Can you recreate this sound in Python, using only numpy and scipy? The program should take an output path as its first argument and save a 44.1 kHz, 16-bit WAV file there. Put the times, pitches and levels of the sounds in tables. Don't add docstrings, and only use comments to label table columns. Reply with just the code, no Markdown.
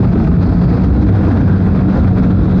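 import sys
import numpy as np
from scipy import signal
from scipy.io import wavfile

SR = 44100
rng = np.random.default_rng(int(sys.argv[2]) if len(sys.argv) > 2 else 0)


def natural_amplitude(level_db):
    exponent = np.asarray(level_db, float) / 20
    return 10 ** exponent


def digitize_waveform(pressure):
    field = np.atleast_2d(pressure).T
    bounded = np.clip(field, -1, 1)
    quanta = np.round(bounded * 32767).astype(np.int16)
    wavfile.write(sys.argv[1], SR, quanta)


N = 114660


def rms_one(x):
    return x / np.sqrt(np.mean(x ** 2) + 1e-20)


def in_time(rows):
    s, *columns = np.transpose(rows)
    return [np.interp(np.arange(N) / SR, s, c) for c in columns]


def bump(centre_s, length_s):
    return np.exp(-.5 * ((np.arange(N) / SR - centre_s) / (length_s / 2)) ** 2)


def drift(rate_hz):
    r = np.exp(-80 * np.pi * rate_hz / SR)
    white = rng.standard_normal(N // 40 + 2002)
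    slow = signal.lfilter([1], [1, -2 * r, r * r], white)[2000:]
    return np.interp(np.arange(N) / 40, np.arange(len(slow)), rms_one(slow - slow.mean()))


def resonance(x, hz, width_hz):
    r = np.exp(-np.pi * width_hz / SR)
    b = np.array([1, 0, -1]) * (1 - r * r) / 2
    return signal.lfilter(b, [1, -2 * r * np.cos(2 * np.pi * hz / SR), r * r], x)


def banded_noise(spectrum, shared_db, own_db, rate_hz):
    hz, db = np.transpose(spectrum)
    edges_hz = 20 * 2 ** np.arange(0, 9.7, 1 / 3)
    white = rng.standard_normal((2, N + SR))
    together = drift(rate_hz)
    out = 0
    for k, (low, high) in enumerate(zip(edges_hz, edges_hz[1:])):
        level_db = np.interp(np.log(low * high) / 2, np.log(hz), db, left=-150, right=-150)
        sos = signal.butter(3, [low, high], "band", fs=SR, output="sos")
        band = signal.sosfilt(sos, white[k % 2])[SR:]
        out = out + natural_amplitude(level_db + shared_db * together + own_db * drift(rate_hz)) * band
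    return rms_one(out)


def sliding_noise(rows, width_hz):
    centre_hz, level_db = in_time(rows)
    cut = signal.butter(2, width_hz / 2, fs=SR, output="sos")
    a, b = signal.sosfilt(cut, rng.standard_normal((2, N)))
    phase = 2 * np.pi * np.cumsum(centre_hz) / SR
    return natural_amplitude(level_db + 0.46 * drift(39.0)) * rms_one(a * np.cos(phase) + b * np.sin(phase))


def squeeze(x, limit_db, share):
    attack_s, release_db_per_s = .003, 300
    fall_db = release_db_per_s * np.arange(N) / SR
    held_db = np.maximum.accumulate(20 * np.log10(np.abs(x) + 1e-9) + fall_db) - fall_db
    r, ahead = np.exp(-1 / (attack_s * SR)), int(attack_s * SR)
    cut_db = signal.lfilter([1 - r], [1, -r], np.maximum(held_db - limit_db, 0) * share)
    return x * natural_amplitude(-np.append(cut_db[ahead:], np.full(ahead, cut_db[-1])))


# start_s, fourth_order_hz (of firing rate), fourth_order_db, second_order_db (re mean fourth)
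ENGINE_RUN = [(0, 184, -19, -16), (.12, 180, -21, -9), (.35, 172, -18.5, -6.5), (.47, 179, -21, -1.5),
              (.68, 172, -20, -18.5), (.85, 184, -22, -7.5), (.95, 196, -25.5, -17.5), (1.1, 196, -22, 4.5),
              (1.25, 194, -26.5, 2.5), (1.45, 192.5, -23, 7.5), (1.62, 191, -18.5, 13.5),
              (1.78, 189.7, -22.5, -10), (1.95, 190, -21.5, -8), (2.08, 186, -17.5, 1),
              (2.2, 185, -22, -8.5), (2.35, 185.5, -17.5, 7.5), (2.5, 184.5, -18, -10.5),
              (2.6, 181, -20, 3)]
# multiple_of_firing_rate, level_db (re mean fourth)
WEAK_ORDERS = [(1, -7), (3, -9), (5, -10), (6, -10), (8, -24), (10, -17), (15, -22), (29, -27), (30, -28),
               (35, -34)]
# centre_s, length_s, rise_db
BOOM_SWELLS = [(0.133, 0.13, 6), (0.348, 0.14, 9), (0.584, 0.11, 8.5), (0.717, 0.072, 6), (0.842, 0.027, 5),
               (1.204, .09, 10), (1.315, 0.021, 8), (1.378, 0.022, 13.5), (1.538, .11, 12),
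               (1.725, 0.11, 12.5), (1.906, 0.088, 11), (2.036, 0.054, 2.5), (2.214, 0.24, 9),
               (2.551, 0.064, 4)]


def exhaust_drone(turn, fourth_db, second_db):
    mean_db = fourth_db.mean()
    boom_db = np.max([rise_db * bump(s, length_s) for s, length_s, rise_db in BOOM_SWELLS], axis=0)
    orders = [(4, fourth_db + boom_db), (2, mean_db + second_db)]
    orders += [(round(k), mean_db + db) for k, db in WEAK_ORDERS]
    drone = 0
    for k, db in orders:
        level = np.sqrt(2) * natural_amplitude(db + 2.0 * drift(2.4))
        drone = drone + level * np.sin(2 * np.pi * (k * turn + rng.random()))
    return drone


# centre_hz, width_hz, level_db
PIPE_MODES = [(438, 360, -8), (709, 117, -1.5), (1176, 880, -1), (1640, 760, -18.5), (2190, 1200, -6.5)]


def exhaust_bark(turn):
    jitter, spread_db, puff_share, decay_per_firing = .015, 1.6, .85, 1.8
    shaky = np.maximum.accumulate(turn + jitter * drift(22.0))
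    strength = natural_amplitude(spread_db * rng.standard_normal(200))[shaky.astype(int) + 1]
    pulses = np.diff(np.floor(shaky), prepend=0) * strength
    puffs = strength * np.exp(-decay_per_firing * (shaky % 1)) * rng.standard_normal(N)
    source = (1 - puff_share) * rms_one(pulses) + puff_share * rms_one(puffs)
    bark = 0
    for k, (hz, width_hz, db) in enumerate(PIPE_MODES):
        mode = resonance(resonance(source, hz, width_hz), hz, 2 * width_hz)
        bark = bark + (-1) ** k * natural_amplitude(db) * rms_one(mode)
    return natural_amplitude(-38) * signal.sosfilt(signal.butter(6, 2300, fs=SR, output="sos"), bark)


def engine():
    fourth_hz, fourth_db, second_db = in_time(ENGINE_RUN)
    turn = np.cumsum(fourth_hz / 4 * (1 + .006 * drift(8.0))) / SR
    return exhaust_drone(turn, fourth_db, second_db), exhaust_bark(turn)


# centre_hz, density_db_per_hz
WIND_SPECTRUM = [(20, -25.5), (45, -2), (70, 2), (125, 0), (170, -0.5), (300, -8), (380, -19.5), (650, -31)]


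def wind(lull_db):
    level_db = -10.5 - .6 * lull_db
    return natural_amplitude(level_db) * banded_noise(WIND_SPECTRUM, shared_db=-0.67, own_db=0.96, rate_hz=8.9)


# centre_s, pitch_hz, length_s, level_db
EDDY_THUDS = [(0.03, 100.4, 0.092, -16), (0.116, 136.8, 0.021, -14), (.197, 317, 0.058, -18),
              (0.211, 225.7, 0.056, -12.5), (0.412, 95.93, .17, -13.5), (0.475, 305, 0.055, -21),
              (0.538, 56, 0.07, -12), (0.634, 417.3, 0.055, -25.5), (0.71, 372, 0.063, -28),
              (0.737, 309.3, 0.069, -22.5), (.741, 125.6, 0.12, -17), (.742, 252, 0.058, -17.5),
              (0.748, 477, 0.039, -22), (0.871, 98.75, 0.083, -16), (.96, 65, 0.23, -10.5),
              (1.026, 298, 0.059, -16), (1.146, 98.9, 0.091, -8), (1.228, 471.5, 0.057, -39),
              (1.251, 315, 0.13, -25.5), (1.346, 271.4, 0.16, -24), (1.453, 79.9, .12, -18),
              (1.515, 145, .07, -16), (1.547, 365, 0.092, -26.5), (1.643, 139.5, 0.043, -15.5),
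              (1.826, 107, 0.052, -19.5), (1.877, 59.8, 0.066, -16.5), (2.289, 69, 0.059, -15.5),
              (1.872, 290.4, 0.043, -19), (1.98, 524.3, .035, -27), (2.002, 71.7, 0.044, -11),
              (2.002, 234.5, 0.084, -20.5), (2.042, 119.3, 0.069, -15), (2.088, 96.5, 0.13, -10),
              (2.182, 435, 0.033, -26.5), (2.207, 272.6, .1, -18.5), (2.255, 464.5, 0.17, -31),
              (2.309, 107.4, 0.13, -16.5), (2.347, 302.8, 0.065, -20.5), (2.427, 52, .115, -17.5),
              (2.439, 323, 0.058, -20.5), (2.477, 288.5, 0.066, -26.5), (2.574, 320, 0.027, -21),
              (0.798, 633, 0.016, -35), (1.162, 700, .02, -35), (1.614, 673, 0.021, -28.5),
              (1.667, 745, 0.017, -32), (1.814, 715, 0.039, -34), (2.116, 714, 0.018, -25)]


def eddies():
    out = 0
    for s, pitch_hz, length_s, db in EDDY_THUDS:
        cycles = pitch_hz * np.cumsum(1 + 0.01894 * drift(8.85)) / SR
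        out = out + np.sqrt(2) * natural_amplitude(db) * bump(s, length_s) * np.sin(2 * np.pi * cycles)
    return out


# start_s, level_db
SHELTER_CURVE = [(0, -0.5), (.1, 0), (.2, -2), (.36, 0.5), (.5, -3), (.58, -1), (.75, -1), (.92, -1.5),
                 (1.1, -1.5), (1.3, 1.5), (1.45, -2), (1.6, -0.5), (1.86, -1), (2.0, -2), (2.14, -1),
                 (2.35, -3.5), (2.45, -1), (2.6, 0)]
# centre_s, depth_db, length_s
SHORT_LULLS = [(.043, 5, 0.02), (0.073, 3, 0.012), (0.128, 3.5, .015), (.195, 3.5, .04),
               (0.247, 3.5, 0.011), (0.277, 5.5, 0.014), (0.427, 5, .022), (0.468, 4.5, 0.014),
               (.495, 6.5, 0.012), (.529, 4, 0.018), (0.62, 5, 0.013), (.642, 5.5, 0.013),
               (0.699, 3.5, .02), (0.744, 3, .05), (0.777, 4, 0.014), (0.814, 2.5, .025),
               (0.844, 6.5, 0.018), (0.957, 2.5, 0.017), (1.03, 4.5, .022), (1.076, 3.5, .02),
               (1.091, 6.5, .014), (1.161, 3.5, .035), (1.245, 3.5, .04), (1.283, 3, .014),
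               (1.322, 3.5, .025), (1.375, 4.6, .02), (1.411, 5, 0.011), (1.48, 5, .018), (1.527, 2.5, .04),
               (1.62, 1.5, 0.011), (1.67, 3.5, .018), (1.764, 5, 0.02), (1.805, 3, 0.032),
               (1.898, 3.5, .04), (1.968, 6.5, .06), (2.046, 3.5, 0.017), (2.08, 7.5, 0.012),
               (2.184, 7, 0.031), (2.24, 5, 0.041), (2.313, 6, .016), (2.441, 1.5, 0.034), (2.518, 3, .02),
               (2.574, 2, .03)]
# centre_s, depth_db, length_s
SHARP_GUSTS = [(0.068, 4, 0.0094), (0.107, 2.5, 0.023), (0.3, 4, 0.017), (.379, 3, 0.044), (0.568, 1, .028),
               (0.664, 1.5, 0.029), (0.918, 2, 0.015), (1.053, 3, .025), (1.11, 2.5, .014),
               (1.454, 0.5, .035), (1.598, 2, 0.021), (1.873, 3.5, 0.018), (2.146, 2, 0.027),
               (2.217, 1.5, 0.012), (2.536, 2.5, .012)]


def lulls():
    lull_db = in_time(SHELTER_CURVE)[0]
    lull_db = lull_db + np.max([db * bump(s, length_s) for s, db, length_s in SHORT_LULLS], axis=0)
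    lull_db = lull_db - sum(db * bump(s, length_s) for s, db, length_s in SHARP_GUSTS)
    return lull_db - lull_db.mean()


# centre_hz, density_db_per_hz
RUSH_SPECTRUM = [(300, -4), (500, -9), (900, -15.5), (1500, -22.5), (2300, -34), (4400, -38), (6500, -54),
                 (15800, -82.5)]


def rush():
    return natural_amplitude(-28.5) * banded_noise(RUSH_SPECTRUM, shared_db=.35, own_db=1.3, rate_hz=15.0)


# start_s, centre_hz, level_db
PASSING_BIKES = [
    (0, 1312, -54),
    (.45, 1298, -43),
    (.9, 1396, -58.5),
    (1.2, 1650, -49.5),
    (1.55, 1451, -34.5),
    (1.7, 1396, -45.5),
    (1.97, 1376, -41.5),
    (2.25, 1342, -43.5),
    (2.6, 1334, -48),
]


def passing_bikes():
    return sliding_noise(PASSING_BIKES, width_hz=310)


# start_s, centre_hz, level_db
HOUSING_WHISTLE = [
    (0, 3900, -75),
    (.38, 4300, -64.5),
    (.45, 4520, -51.5),
    (.82, 4450, -54.5),
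    (.95, 4000, -54),
    (1.2, 3600, -60.5),
    (2.3, 3600, -55),
    (2.6, 3700, -50),
]


def whistle():
    return sliding_noise(HOUSING_WHISTLE, width_hz=850)


def grit_tick():
    return natural_amplitude(-44) * np.diff(bump(2.4407, 4e-5), prepend=0)


def scene():
    lull_db = lulls()
    gusting = wind(lull_db)
    hiss = rush()
    drone, bark = engine()
    port = natural_amplitude(12.0) * squeeze(gusting + eddies() + drone, limit_db=-21, share=.8)
    hiss = hiss + bark + whistle() + passing_bikes()
    return (port + grit_tick() + natural_amplitude(1.05 * lull_db) * hiss)[None]


def roll_off(x):
    return signal.sosfilt(signal.butter(12, 15490, fs=SR, output="sos"), x)


def record(dry):
    ceiling, edge_s = 1.2, .003
    x = dry[0] - .52 * resonance(dry[0], hz=2950, width_hz=400)
    x = signal.sosfilt(signal.butter(2, 38, "high", fs=SR, output="sos"), x)
    x = natural_amplitude(2.5) * squeeze(x, limit_db=-14, share=.2)
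    x = ceiling * np.tanh(x / ceiling)
    to_edge = np.minimum(np.arange(N), np.arange(N)[::-1])
    x = x * np.minimum(1, to_edge / (edge_s * SR))
    return roll_off(x[None])


dry = scene()
out = record(dry)
digitize_waveform(out)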